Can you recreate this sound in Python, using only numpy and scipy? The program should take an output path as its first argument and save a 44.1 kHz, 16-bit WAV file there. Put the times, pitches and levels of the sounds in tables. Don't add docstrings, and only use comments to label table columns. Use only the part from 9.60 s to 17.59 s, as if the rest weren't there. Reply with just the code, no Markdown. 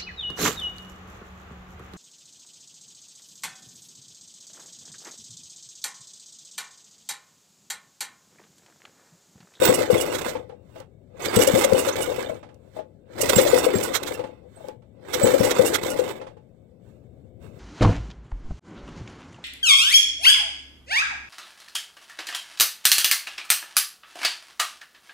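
import sys
import numpy as np
from scipy import signal
from scipy.fft import rfft, irfft, next_fast_len
from scipy.io import wavfile

SR = 44100
rng = np.random.default_rng(int(sys.argv[2]) if len(sys.argv) > 2 else 0)


def dump_mix(stems):
    frames = np.atleast_2d(stems).T
    limited = np.clip(frames, -1, 1)
    pcm = np.round(limited * 32767).astype(np.int16)
    wavfile.write(sys.argv[1], SR, pcm)


N = 352359
TIME = np.arange(N) / SR


# frequency in Hz, relative density in dB per Hz.
YARD_COLOUR = [(20, -14.5), (40, -27.5), (65, -1.5), (100, -1), (200, -5.5), (300, -11.5), (550, -13),
               (750, -25), (1000, -53), (2000, -70), (8000, -67.5)]
# peak in seconds, length in seconds,
# weight in dB, rustle in dB (both against the shuffle level of the rubbing layers).
SHUFFLES = [(7.296, 0.12, -6, -12), (7.61, 0.23, -5, -26.5), (7.853, 0.065, 1.5, -0.5),
            (7.98, 0.089, -1, -6)]

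# crank up to speed in seconds, take-up in seconds, hold in seconds,
# coast in seconds, stopping in seconds, strength in dB against full speed.
PULLS = [(-.3, .15, 0.26, 0.75, 0.16, 1), (1.653, 0.15, 0.33, 0.68, 0.18, 0),
         (3.61, 0.17, 0.33, 0.59, 0.23, -1.5), (5.556, 0.21, 0.27, 0.68, 0.17, -1)]
SLACK_DB, COAST_LOSS_DB, STOPPED_DB = -50.5, -10.5, -37
RUN_OUT_S, STILL_DB = 0.27, -62.5
# peak in seconds, gulp level in dB,
# dip in motion just before it in dB.
COMPRESSIONS = [(0.091, -15, -1), (.334, -15.5, 7.5), (1.77, -10, 8.5), (1.939, -12.5, 3.5), (2.13, -16, 6),
                (2.372, -37, 8), (2.7, -44, 6), (3.767, -11, -2), (4.159, -16, 5.5), (4.44, -50, 10.5),
                (5.639, -13, 2.5), (5.804, -13.5, -1), (5.997, -17, 5.5), (6.236, -32, 8)]
LABOUR_LEAD_S, LABOUR_S = 0.056, 0.038
SURGE_LAG_S, SURGE_SHARE = 0.04, 0.18
SHAKE_LAG_S = 0.018
# arrival in seconds, length in seconds,
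# level in dB against the rewind level of the rubbing layers.
REWINDS = [(1.199, 0.092, -4), (3.186, .04, 0.5), (5.078, 0.14, -3.5)]
SLIDE_S, SLIDE_DB = 0.2, -15

# level at full speed in dB, dB per dB of motion, dB per dB of dip,
# rewind level in dB, shuffle level in dB, level at rest in dB.
THRUM = (-23, 0.66, 1, -42.5, -57, -67)
RASP = (-25, 1.0, 0.5, -49.5, -52.5, -76.5)
HISS = (-32, 1.39, 1.6, -60, -63, -86)
RUMBLE = (-37.5, 0.54, 1.2, -68, -42.5, -50)

# frequency in Hz, relative density in dB per Hz.
THRUM_COLOUR = [(100, -22), (220, -11), (330, -0.5), (410, -7), (490, 7), (580, 0.5), (700, -11),
                (860, -14), (1100, -22), (1400, -32), (2000, -45), (3500, -64), (6000, -76)]
RASP_COLOUR = [(60, -24), (200, -8.5), (350, 5.5), (480, 5.5), (600, 0.5), (830, 3), (1100, -1.5),
               (2100, -5.5), (3500, -12.5), (4600, -19.5), (6000, -18), (8000, -15.5), (10000, -24),
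               (14500, -20.5)]

# start in seconds, body in dB,
# edge in dB, pitch in Hz.
CLACKS = [(0.752, -19.5, -32, 497), (0.895, -35, -46, 479), (0.922, -35.5, -58, 483),
          (1.158, -37, -43.5, 650), (1.202, -34.5, -43, 520), (2.828, -41, -41.5, 585),
          (2.888, -44, -50, 472), (3.165, -27.5, -48, 624), (3.189, -25, -41, 632), (4.592, -24, -34, 490),
          (4.638, -24, -36, 513), (4.97, -42, -80, 657), (5.005, -37.5, -68, 645), (5.042, -32, -64, 570),
          (5.084, -26, -41.5, 515), (5.22, -54, -58, 500), (6.613, -28, -36.5, 516),
          (6.667, -34, -39.5, 514), (6.768, -41.5, -55, 463)]
# frequency in Hz, relative density in dB per Hz.
CLACK_EDGE = [(300, 1.5), (800, 13), (1500, 4), (3300, -2.5), (5000, -11), (9000, -18), (15000, -48)]

# start in seconds, level in dB.
TICKS = [(.354, -35), (.892, -58), (1.202, -42), (1.791, -21.5), (2.134, -21.5), (2.627, -31.5),
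         (2.944, -55), (3.659, -22), (3.76, -17), (4.185, -23.5), (5.085, -39.5), (6.023, -21.5),
         (6.491, -32.5)]
# frequency in Hz, relative density in dB per Hz.
TICK_COLOUR = [(500, -13.5), (1500, -3), (4000, 2.0), (8000, 2.5), (15000, -9)]

# peak in seconds, level in dB, pitch in Hz.
SQUEAKS = [(0.057, -13.5, 15100), (.090, -21.5, 7880), (0.382, -27.5, 3370), (.51, -33, 2813),
           (1.765, -17.5, 8000), (1.81, -22.5, 5780), (2.286, -36, 5800), (2.444, -30, 1442),
           (3.764, -11.5, 7500), (3.837, -23, 15200), (3.894, -21.5, 7180), (4.16, -22.5, 7440),
           (4.255, -28, 1460), (4.549, -34.5, 2710), (4.965, -47.5, 8180), (5.539, -25.5, 5680),
           (5.637, -14, 7850), (6.066, -24.5, 2740), (6.319, -30.5, 1430)]

# peak in seconds, level in dB, length in seconds.
PUFFS = [(0.056, -14, 0.0067), (0.223, -27, 0.0068), (0.554, -24.5, 0.015), (0.591, -26.5, 0.011),
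         (0.619, -29, 0.004), (0.694, -29, 0.021), (1.658, -21.5, 0.012), (1.765, -20, 0.01),
         (1.825, -23.5, 0.019), (1.888, -21, 0.004), (2.045, -16.5, 0.012), (2.29, -21.5, 0.015),
         (2.367, -25.5, 0.0049), (3.699, -13, 0.011), (3.789, -17, 0.02), (3.879, -20, 0.015),
         (4.358, -15.5, 0.023), (4.435, -24.5, 0.0063), (4.48, -28, 0.021), (5.545, -17.5, 0.014),
         (5.85, -26.5, 0.03), (5.914, -17.5, 0.013), (6.152, -14, 0.018), (6.236, -25, 0.0073),
         (6.269, -29, 0.0096), (6.398, -31.5, 0.015)]
# frequency in Hz, relative density in dB per Hz.
PUFF_COLOUR = [(250, -21.5), (500, 0.5), (1000, -6.5), (1400, 1), (2100, -2.5), (2900, -8), (3800, 1),
               (4500, -9.5), (6000, -4), (8500, -6), (10000, -17.5), (12000, -7), (15000, -18)]
# frequency in Hz, relative drive in dB, 60 dB decay in seconds.
PORTS = [(1455, -2.5, 0.027), (2114, -1.5, 0.032), (3320, -6, 0.075), (4060, -4.5, 0.038)]

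# peak in seconds, level in dB, length in seconds.
CLINKS = [(0.054, -13.5, 0.0061), (0.147, -15, 0.014), (0.317, -24.5, 0.019), (0.383, -28, 0.011),
          (0.414, -16.5, 0.012), (1.763, -13, 0.0068), (1.827, -13, 0.016), (1.876, -13, 0.0076),
          (1.99, -21, 0.035), (2.05, -18, 0.0064), (2.195, -17.5, 0.022), (2.274, -30, 0.032),
          (2.43, -19.5, 0.013), (3.619, -13, 0.011), (3.699, -16, 0.00806), (3.764, -16.5, 0.0059),
          (3.815, -11, 0.013), (3.988, -19, 0.013), (4.058, -23.5, 0.011), (4.24, -20, 0.02),
          (4.542, -28.5, 0.01), (5.86, -23, 0.033), (6.068, -17, 0.023), (6.308, -24, 0.02)]
# frequency in Hz, relative density in dB per Hz.
CLINK_COLOUR = [(1500, -29.5), (4500, -13.5), (5800, -7), (6700, -10.5), (7800, 0), (9800, -8.5),
                (12000, -6), (15000, -15.5)]
# frequency in Hz, relative drive in dB, 60 dB decay in seconds.
STEEL = [(1400, -16, 0.033), (2856, -6.5, 0.12), (2890, 5, 0.055), (5230, -10.5, 0.044),
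         (5610, -2.5, 0.074), (7240, -5, 0.038), (6760, -5.5, 0.16), (7180, -2.5, 0.056),
         (8540, 2.5, 0.023), (8800, -4, .07), (9170, -3.5, 0.19), (10300, -15.5, .07), (11700, -12, 0.069),
         (14020, -6.5, 0.063)]
RATTLES_PER_S, RATTLE_DB, RATTLE_T60_S = 77, -12, 0.06
RATTLE_LOW_HZ, RATTLE_HIGH_HZ = 862, 8840

# frequency in Hz, level passed at that pitch in dB, 60 dB decay in seconds.
BENCH = [(483, -8, 0.38), (857, 4, 0.17)]
# peak in seconds, peak of the tone's envelope in dB, pitch in Hz.
KNOCKS = [(0.022, -5, 514), (0.097, -2.5, 483), (0.213, -13.5, 572), (0.305, -1, 489), (0.359, -13.5, 460),
          (0.519, -26, 450), (0.689, -21, 590), (1.773, -5, 467), (1.798, -9.5, 475), (1.879, -3.5, 530),
          (1.96, -8, 512), (2.049, -8, 542), (2.126, 0, 506), (2.277, -11.5, 543), (2.52, -18.5, 485),
          (2.587, -19, 487), (2.699, -18, 623), (3.607, -15, 580), (3.699, -10, 565), (3.789, -0.5, 529),
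          (3.867, -8.5, 578), (3.936, 0, 493), (4.069, -4.5, 486), (4.143, -10.5, 393), (4.19, -16.5, 526),
          (5.619, -9.5, 560), (5.647, -1, 488), (5.682, -14.5, 500), (5.744, -5, 534), (5.812, -4.5, 509),
          (5.851, -11, 495), (5.915, -11, 503), (5.998, -1.5, 498), (6.03, -11, 520), (6.133, -15, 434),
          (6.396, -6.5, 492)]
REBOUND_S, REBOUND_DB = 0.024, -10

# frequency in Hz, gain in dB.
COVER = [(200, 3), (500, 3.5), (900, -21.5), (1400, -20), (2000, -23), (3500, -32.5), (5000, -49.5),
         (10000, -56.5), (15000, -27.5)]
CUTOFF_HZ = 16000


def from_db(db):
    return 10 ** (np.asarray(db) / 20)


def rms_one(x):
    return x / np.sqrt(np.mean(x ** 2) + 1e-20)


def colour(x, points):
    size = next_fast_len(N + 4096)
    hz, db = np.transpose(points)
    freqs = np.maximum(np.fft.rfftfreq(size, 1 / SR), 1)
    gain = from_db(np.interp(np.log(freqs), np.log(hz), db))
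    return irfft(rfft(x, size) * gain, size)[:N]


def noise(points):
    return rms_one(colour(rng.standard_normal(N), points))


def drift(rate):
    knots = rng.standard_normal(N // 20)
    return np.interp(TIME * rate, np.arange(len(knots)), knots) * np.sqrt(3 / 2)


def grains(per_s, spread_db):
    sizes = from_db(spread_db * np.minimum(rng.exponential(1, N), 4))
    struck = rng.random(N) < per_s / SR
    return rms_one(struck * sizes * rng.choice([-1, 1], N))


def judder(per_s, decay_s, steady):
    at = np.cumsum(rng.uniform(1 / 3, 5 / 3, N // 100)) / per_s
    sizes = rng.uniform(0, 1, len(at))
    inside = at < TIME[-1]
    catches = np.zeros(N)
    catches[(at[inside] * SR).astype(int)] = sizes[inside]
    dying = signal.lfilter([1], [1, -np.exp(-1 / (decay_s * SR))], catches)
    return rms_one(steady + rms_one(dying))


def ring(x, hz, t60):
    radius = np.exp(-np.log(1000) / (t60 * SR))
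    angle = 2 * np.pi * hz / SR
    feedback = [1, -2 * radius * np.cos(angle), radius * radius]
    return signal.lfilter([0, np.sin(angle)], feedback, x + 1e-18)


def casing(x, t60, ring_db, lowest_hz=1600):
    t = TIME[:SR // 6]
    tail = rng.standard_normal(len(t)) * np.exp(-np.log(1000) * t / t60)
    tail = signal.sosfilt(signal.butter(2, lowest_hz, "high", fs=SR, output="sos"), tail)
    return x + from_db(ring_db) * signal.oaconvolve(x, tail / np.linalg.norm(tail))[:N]


def wandering_casing(x, t60, ring_db, count=6):
    shares = np.array([from_db(11 * drift(22)) for _ in range(count)])
    shares /= np.linalg.norm(shares, axis=0)
    return sum(casing(x * share, t60, ring_db) for share in shares)


def swells(rows, rise, fall, closing=1):
    power = np.zeros(N)
    for s, db, length in rows:
        near = slice(max(int((s - 0.3) * SR), 0), int((s + 0.4) * SR))
        t = (TIME[near] - s) / max(length, 1e-3)
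        loss = np.where(t < 0, (t / rise) ** 2, np.abs(t / fall) ** closing)
        power[near] += (from_db(db) * np.exp(-loss)) ** 2
    return np.sqrt(power)


def thud(t, rise_s, sharpness):
    age = np.maximum(1 + t / rise_s, 1e-9)
    return (age * np.exp(1 - age)) ** sharpness


def add(out, s, sound):
    start = max(round(s * SR), 0)
    out[start:start + len(sound)] += sound[:max(N - start, 0)]


def yard_echoes(x, echo_db=-19, t60=0.091):
    t = TIME[:SR // 3]
    scatter = rng.standard_normal(len(t)) * np.exp(-np.log(1000) * t / t60) * (t > 0.006)
    scatter = signal.lfilter([1], [1, -0.6], scatter)
    return x + from_db(echo_db) * signal.fftconvolve(x, scatter / np.linalg.norm(scatter))[:N]


def yard_rumble(rumble_db):
    shared = from_db(rumble_db + 1.0) * noise(YARD_COLOUR)
    open_port = from_db(rumble_db - 16.0) * noise(YARD_COLOUR)
    return shared, open_port


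def motion():
    pulls = []
    for s, take_up, hold, coast, stopping, db in PULLS:
        steps = [-take_up / 2, take_up / 2, take_up, hold, coast, stopping, RUN_OUT_S]
        times = s - take_up + np.cumsum(steps)
        levels = [STILL_DB, SLACK_DB, db, db, db + COAST_LOSS_DB, STOPPED_DB, STILL_DB]
        pulls.append(np.interp(TIME, times, levels))
    return np.max(pulls, axis=0)


def labour():
    t = TIME[::64]

    def bell(s):
        return np.exp(-np.minimum(((t - s) / LABOUR_S) ** 2, 20))

    lost_db = np.zeros(len(t))
    for s, _, dip in COMPRESSIONS:
        lost_db += dip * (bell(s - LABOUR_LEAD_S) - SURGE_SHARE * bell(s + SURGE_LAG_S))
    return np.interp(TIME, t, lost_db)


def rubbing_levels():
    moving_db, dip_db = motion(), labour()
    shaking_db = np.minimum(moving_db, np.interp(TIME - SHAKE_LAG_S, TIME, moving_db))
    rewind = swells([(s, db, length) for s, length, db in REWINDS], rise=0.81, fall=0.24)
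    slide = swells([(s, db + SLIDE_DB, SLIDE_S) for s, _, db in REWINDS], rise=1.0, fall=0.1)
    rewind = rewind + slide
    weight = swells([(s, db, length) for s, length, db, _ in SHUFFLES], rise=1.0, fall=1.65)
    rustle = swells([(s, db, length) for s, length, _, db in SHUFFLES], rise=0.57, fall=0.95)

    def level(layer, drive_db, shuffle):
        full_db, follows, dips, rewind_db, shuffle_db, rest_db = layer
        crank = from_db(full_db + follows * drive_db - dips * dip_db)
        power = crank ** 2 + (from_db(rewind_db) * rewind) ** 2
        power = power + (from_db(shuffle_db) * shuffle) ** 2 + from_db(rest_db) ** 2
        return 10 * np.log10(power)

    return (level(THRUM, shaking_db, weight), level(RASP, moving_db, rustle),
            level(HISS, moving_db, rustle), level(RUMBLE, shaking_db, weight))


def clacks(rise_s=0.0032, ring_shape=0.44, upper_hz=845, upper_db=-10, loose_db=-10, loose_s=0.036,
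           edge_s=0.022):
    notes, t = np.zeros(N), TIME[:SR // 8]
    for (s, db, _, hz), detune in zip(CLACKS, rng.normal(1, 0.029, len(CLACKS))):
        upper = np.sin(2 * np.pi * upper_hz * detune * t)
        tone = np.sin(2 * np.pi * hz * t) + from_db(upper_db) * upper
        add(notes, s, from_db(db + 2.0) * thud(t - rise_s, rise_s, ring_shape) * tone)
    loose_rows = [(s + 2 * rise_s, db + loose_db, loose_s) for s, db, _, _ in CLACKS]
    edge_rows = [(s + rise_s, db, edge_s) for s, _, db, _ in CLACKS]
    loose = swells(loose_rows, rise=0.15, fall=1.0) * noise(THRUM_COLOUR)
    edge = swells(edge_rows, rise=0.11, fall=0.99) * noise(CLACK_EDGE)
    return notes + loose, from_db(0.5) * edge


def ticks(crack_s=0.0018, ring_s=0.0074, ring_db=-12):
    out, t = np.zeros(N), TIME[:SR // 20]
    for s, db in TICKS:
        add(out, s, from_db(db) * (np.exp(-t / crack_s) + from_db(ring_db) * np.exp(-t / ring_s)))
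    return out * noise(TICK_COLOUR)


def squeaks(rise_s=0.0098, sharpness=1.6, waver=0.0025, glide_per_s=0.3, octave_db=-8):
    out, t = np.zeros(N), TIME[:SR // 10] - rise_s
    unsteady = drift(500)
    for (s, db, hz), bend in zip(SQUEAKS, rng.standard_normal(len(SQUEAKS))):
        wobble = waver * unsteady[int(s * SR):][:len(t)]
        pitch = hz * (1 + glide_per_s * bend * t + wobble)
        phase = 2 * np.pi * np.cumsum(pitch) / SR
        octave = (2 * hz < CUTOFF_HZ) * np.sin(2 * phase)
        tone = np.sin(phase) + from_db(octave_db) * octave
        add(out, s - rise_s, from_db(db) * thud(t, rise_s, sharpness) * tone)
    return out


def puffs(port_db=-6):
    jet = noise(PUFF_COLOUR)
    turbulence = rng.standard_normal(N)
    hollow = rms_one(sum(from_db(db + 1.2 * drift(10)) * ring(turbulence, hz, t60)
                         for hz, db, t60 in PORTS))
    bursts = swells(PUFFS, rise=0.73, fall=0.69, closing=1.8)
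    return from_db(-0.5) * (jet + from_db(port_db) * hollow) * bursts


def rattle(rasp_db, treble_db_per_octave=0.5, quiet_below_db=-68, loose_above_db=-52, count=16):
    taps = grains(RATTLES_PER_S, spread_db=5.0)
    dealt = rng.integers(0, count, N)
    pitches = np.geomspace(RATTLE_LOW_HZ, RATTLE_HIGH_HZ, count) * rng.normal(1, 0.019, count)
    rings = np.zeros(N)
    for part, hz in enumerate(pitches):
        tilt = from_db(treble_db_per_octave * np.log2(hz / RATTLE_LOW_HZ))
        rings += tilt * ring(taps * (dealt == part), hz, RATTLE_T60_S)
    shaken = np.clip((rasp_db - quiet_below_db) / (loose_above_db - quiet_below_db), 0, 1)
    return from_db(rasp_db + RATTLE_DB) * shaken * rms_one(rings)


def clinks(ring_db=-9, chatter_db=-3.0, mode_spread_db=2.0):
    contacts = grains(per_s=3000, spread_db=3.5)
    chatter = rms_one(colour(wandering_casing(contacts, t60=0.12, ring_db=-6.5), CLINK_COLOUR))
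    modes = rms_one(sum(from_db(db + mode_spread_db * drift(25)) * ring(contacts, hz, t60)
                        for hz, db, t60 in STEEL))
    steel = from_db(chatter_db) * chatter + from_db(ring_db) * modes
    return steel * swells(CLINKS, rise=0.58, fall=0.81)


def rubbing(rasp_db, hiss_db, per_s=1900, spread_db=-1.0, split_hz=4700, smooth_below_db=-62,
            rough_above_db=-45):
    roughness = np.clip((rasp_db - smooth_below_db) / (rough_above_db - smooth_below_db), 0, 1)
    rough = grains(per_s, spread_db) * judder(per_s=60, decay_s=0.012, steady=0.79)
    smooth = rng.standard_normal(N)
    contacts = np.sqrt(roughness) * rough + np.sqrt(1 - roughness) * smooth
    contacts = colour(wandering_casing(contacts, t60=0.023, ring_db=5.5), RASP_COLOUR)
    low = signal.sosfilt(signal.butter(4, split_hz, "low", fs=SR, output="sos"), contacts)
    high = signal.sosfilt(signal.butter(4, split_hz, "high", fs=SR, output="sos"), contacts)
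    return from_db(rasp_db + 2.0) * rms_one(low) + from_db(hiss_db + 4.84) * rms_one(high)


def thrum(thrum_db):
    bumps = rng.standard_normal(N) * judder(per_s=42, decay_s=0.016, steady=0.37)
    return from_db(thrum_db + 0.5) * rms_one(colour(bumps, THRUM_COLOUR))


def bench(x):
    out = np.zeros(N)
    for hz, db, t60 in BENCH:
        unit_gain = 2 * np.log(1000) / (t60 * SR)
        out += from_db(db) * unit_gain * ring(x, hz, t60)
    return out


def gulps(rise_s=0.0063, low_hz=105, start_hz=195, glide_hz_per_s=3600, low_db=-5, pop_db=-1,
          glide_db=-10, glide_s=0.027):
    out, t = np.zeros(N), TIME[:SR // 8] - rise_s
    phases = rng.normal(0, 0.85, (len(COMPRESSIONS), 2))
    for (s, db, _), (low_phase, pop_phase) in zip(COMPRESSIONS, phases):
        pop = from_db(low_db) * np.cos(2 * np.pi * low_hz * t + low_phase)
        pop = pop + from_db(pop_db) * np.cos(2 * np.pi * start_hz * t + pop_phase)
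        glide = np.cos(2 * np.pi * (start_hz + glide_hz_per_s * t / 2) * t + pop_phase)
        glide = glide * thud(t + rise_s - glide_s, glide_s, 1.0)
        add(out, s - rise_s, from_db(db) * (pop * thud(t, rise_s, 1.5) + from_db(glide_db) * glide))
    return out


def knocks(rise_s=0.006076, sharpness=2.2, tail_db=-17, tail_s=0.025):
    out, t = np.zeros(N), TIME[:SR // 8] - rise_s
    shudder = noise(THRUM_COLOUR)
    tail_shape = from_db(tail_db) * thud(t + rise_s - tail_s / 2, tail_s / 2, 0.29)
    all_phases = rng.uniform(0, 2 * np.pi, (len(KNOCKS), 2))
    for (s, db, hz), phases in zip(KNOCKS, all_phases):
        tone, rebound = thud(t, rise_s, sharpness) * np.sin(2 * np.pi * hz * t + phases[:, None])
        tail = tail_shape * shudder[int(s * SR):][:len(t)]
        add(out, s - rise_s, from_db(db) * (tone + tail))
        add(out, s - rise_s + REBOUND_S, from_db(db + REBOUND_DB) * rebound)
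    return out


def scene():
    thrum_db, rasp_db, hiss_db, rumble_db = rubbing_levels()
    rumble, open_rumble = yard_rumble(rumble_db)
    clack_body, clack_edge = clacks()
    air = clack_edge + ticks() + squeaks() + puffs() + rattle(rasp_db) + clinks()
    air = air + rubbing(rasp_db, hiss_db)
    body = clack_body + thrum(thrum_db) + gulps() + knocks()
    body = body + bench(body)

    _, pocket = signal.iirpeak(600, 1.6, fs=SR)
    turned_body = signal.lfilter(pocket[::-1], pocket, body)
    turned_air = signal.lfilter(pocket[::-1], pocket, air)
    left = body + rumble + from_db(-3.5) * colour(turned_air, COVER)
    right = air + from_db(-17) * turned_body + from_db(-15) * rumble + open_rumble
    return np.array([yard_echoes(left), yard_echoes(right)])


def record(dry):
    top = 1.5
    rounded = top * np.tanh(dry / top)
    low_pass = signal.ellip(10, 0.1, 80, CUTOFF_HZ, fs=SR, output="sos")
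    return signal.sosfilt(low_pass, rounded)


dry = scene()
out = record(dry)
dump_mix(out)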